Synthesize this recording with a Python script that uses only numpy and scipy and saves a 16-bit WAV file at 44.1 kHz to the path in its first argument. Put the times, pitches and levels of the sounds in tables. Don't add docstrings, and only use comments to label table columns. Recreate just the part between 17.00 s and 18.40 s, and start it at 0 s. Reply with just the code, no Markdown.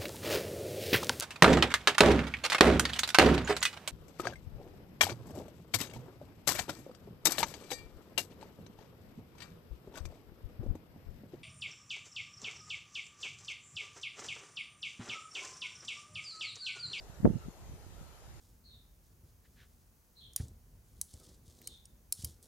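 import sys
import numpy as np
from scipy import signal
from scipy.fft import rfft, irfft
from scipy.io import wavfile
from scipy.ndimage import uniform_filter1d

SR = 44100
rng = np.random.default_rng(int(sys.argv[2]) if len(sys.argv) > 2 else 0)


def persist_wave(psi):
    counts = np.round(np.clip(psi, -1, 1) * 32767).astype(np.int16)
    wavfile.write(sys.argv[1], SR, np.atleast_2d(counts).T)


N = 61739


def eddies():
    # (time [s], level [dB], spectral peak [Hz], roundness [low is sharp, high a soft wobble],
    #  push 1 or suction -1, place [-1 left to 1 right])
    strikes = [(.1000, -38, 93.5, 3.3, 1, 1), (0.2045, -29.5, 150, 4.4, 1, 0.8),
               (.2330, -25, 170, 5.5, -1, -0.77), (0.249, -5.5, 191, 3.07, -1, -0.91),
               (0.2534, -17.5, 715, 1.98, 1, -0.87), (0.255, -7, 233, 2.75, 1, -1.09),
               (.2550, -29, 61, 7, 1, 0.68), (0.2564, -6, 224, 2.5, 1, 1), (0.2609, -12, 383, 3.2, 1, 1),
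               (0.267, -21, 520, 5.8, -1, 0.8), (0.2754, -9, 234, 2.72, -1, 1),
               (.3040, -18, 176, 9.4, -1, 0.5), (.3115, -25, 270, 5.5, 1, 0.69),
               (0.3359, -30.5, 200, 4.5, 1, 0.36), (0.3593, -23.5, 143, 10.4, -1, 0.76),
               (0.3681, -31, 197, 6.5, -1, 1), (.4590, -38.5, 87, 3, 1, 1),
               (.4850, -28.5, 157, 4.8, -1, -1.2), (0.627, -40.5, 96, 4.7, 1, .5),
               (0.698, -37, 112, 4, 1, -0.76), (0.723, -39, 55, 2.4, -1, 0.99),
               (0.741, -38.5, 121, 3.6, 1, -1.4), (0.867, -39, 80, 1.2, -1, .9),
               (1.015, -37, 123, 4.7, 1, -1.2), (1.283, -48, 89, 4.7, 1, 0.054)]
    t, pressure = np.arange(N) / SR, np.zeros((2, N))
    for time, db, peak_hz, roundness, push, place in strikes:
        passage = 2 * np.pi * peak_hz * (t - time) / roundness
        pulse = ((1 - 1j * passage) ** -(roundness + 1)).real
        pressure += np.sign(push) * port_gains(place) * amp(db) * pulse
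    return pressure


def wind():
    # (time [s], left [dB], right [dB])
    strength = [(0, -55, -55), (.16, -62, -55), (0.221, -50, -42), (0.258, -29.5, -23.5),
                (0.311, -40.5, -36), (.365, -44, -37.5), (.385, -55, -47), (.43, -54.5, -55.5),
                (0.479, -40.5, -44.5), (.53, -66, -67), (.60, -55.5, -55.5), (.63, -55.5, -49.5),
                (.73, -50, -49), (.80, -60.5, -54), (1.01, -59.5, -48), (1.19, -68, -59.5),
                (1.28, -56.5, -50.5), (1.4, -57.5, -51)]
    # (frequency [Hz], relative level [dB])
    rumble_spectrum = [(10, -16), (25, -5), (45, 9.5), (85, 2), (160, -4), (250, -32), (500, -48),
                       (1500, -77)]
    # (frequency [Hz], relative level [dB])
    flutter_spectrum = [(30, -3), (90, -3.5), (200, 4), (340, -11), (500, -14.5), (900, -31), (1800, -41),
                        (4000, -74)]
    strong_db, rumble_growth, flutter_growth = -30, 0.83, 1.486
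    times, left, right = np.transpose(strength)
    excess_db = np.array([np.interp(np.arange(N) / SR, times, side) for side in (left, right)]) - strong_db
    rumble = turbulence(rumble_spectrum) * amp(-32 + rumble_growth * excess_db)
    flutter = turbulence(flutter_spectrum) * amp(-31.5 + flutter_growth * excess_db)
    return rumble + flutter


def turbulence(spectrum, steady_s=0.03):
    hz = np.fft.rfftfreq(N, 1 / SR)
    noise = irfft(rfft(rng.standard_normal((2, N))) * amp(at_frequency(spectrum, hz)), N)
    span = int(steady_s * SR)
    local_power = uniform_filter1d(uniform_filter1d(noise ** 2, span), span)
    return noise / np.sqrt(local_power + 1e-20)


def air():
    # (frequency [Hz], relative level [dB])
    spectrum = [(30, -25), (220, -6.5), (400, 0), (600, -1.5), (850, -3.5), (1130, -9.5), (1330, -10),
                (1600, -11), (2400, -14.5), (5000, -15.5), (6900, -14.5), (8500, -19), (14000, -20.5)]
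    # (frequency [Hz], correlation [-1 to 1])
    correlation = [(100, 0.66), (300, 0.93), (620, 0.76), (1360, 0.38), (2970, 0.038), (6500, -0.26),
                   (14000, 0.15)]
    # (frequency [Hz], left minus right [dB])
    imbalance = [(200, 5.5), (600, 2.5), (1250, 5.5), (2300, 4), (4200, 4), (6000, 0.5), (7200, 7),
                 (9000, 1), (14000, 2)]
    # (time [s], relative level [dB])
    swell = [(0, 1), (.2, 3.5), (.4, 0.5), (.7, -0.9), (1, -0.6), (1.4, -2)]
    wash_top_hz, patch_db = 1210, 1.94
    frames, hz = N // 256 + 5, np.fft.rfftfreq(1024, 1 / SR)[:, None]
    noise = rng.standard_normal((5, len(hz), frames))
    left, unrelated = noise[0] + 1j * noise[1], noise[2] + 1j * noise[3]
    likeness = at_frequency(correlation, hz)
    right = likeness * left + np.sqrt(1 - likeness ** 2) * unrelated
    lean = amp(at_frequency(imbalance, hz) / 2)
    patches = unit_rms(uniform_filter1d(uniform_filter1d(noise[4], size=7, axis=0), size=18, axis=1))
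    swell_db = np.interp(np.linspace(0, N / SR, frames), *np.transpose(swell))
    wash_share = 1 / (1 + (hz / wash_top_hz) ** 4)
    gain = amp(at_frequency(spectrum, hz) + patch_db * patches + swell_db * wash_share)
    _, sound = signal.istft(np.array([left * lean, right / lean]) * gain, nperseg=1024, noverlap=768)
    return amp(-58) * unit_rms(sound[:, :N])


def whirr():
    # (time [s], level [dB])
    envelope = [(0, -75), (.36, -85), (.44, -62), (.52, -80), (.88, -74), (.97, -66), (1.10, -70),
                (1.18, -70), (1.4, -85)]
    gain = amp(np.interp(np.arange(N) / SR, *np.transpose(envelope)))
    return gain * np.array([narrow_noise(centre_hz=1325, width_hz=91) for side in ("left", "right")])


def pips(width_s=0.0035):
    # (time [s], level [dB], pitch [Hz], place [-1 left to 1 right])
    bursts = [(.147, -60, 5920, 0.37), (0.386, -59.5, 6900, -0.68), (.512, -62, 7030, -0.61),
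              (1.027, -63, 7000, -.5)]
    t, sound = np.arange(N) / SR, np.zeros((2, N))
    for time, db, pitch_hz, place in bursts:
        envelope = np.exp(-0.5 * ((t - time) / width_s) ** 2)
        sound += port_gains(place) * amp(db) * envelope * narrow_noise(pitch_hz, width_hz=280)
    return sound


def narrow_noise(centre_hz, width_hz):
    hz = np.fft.rfftfreq(N, 1 / SR)
    band = np.exp(-0.5 * ((hz - centre_hz) / width_hz) ** 2)
    return unit_rms(irfft(rfft(rng.standard_normal(N)) * band, N))


def port_gains(place):
    place = np.clip(place, -1, 1)
    gains = np.array([[1 - place], [1 + place]])
    return gains / np.linalg.norm(gains)


def at_frequency(points, hz):
    frequencies, values = np.transpose(points)
    return np.interp(np.log(hz + 1), np.log(frequencies + 1), values)


def amp(db):
    return 10 ** (np.asarray(db) / 20)


def unit_rms(x):
    return x / np.sqrt(np.mean(x ** 2) + 1e-20)


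def scene():
    return eddies() + wind() + air() + whirr() + pips()


def record(dry):
    cutoff_hz = 14250
    lowpass = signal.firwin(511, cutoff_hz, window=("kaiser", 9), fs=SR)
    return signal.oaconvolve(dry, lowpass[None], "same")


dry = scene()
out = record(dry)
persist_wave(out)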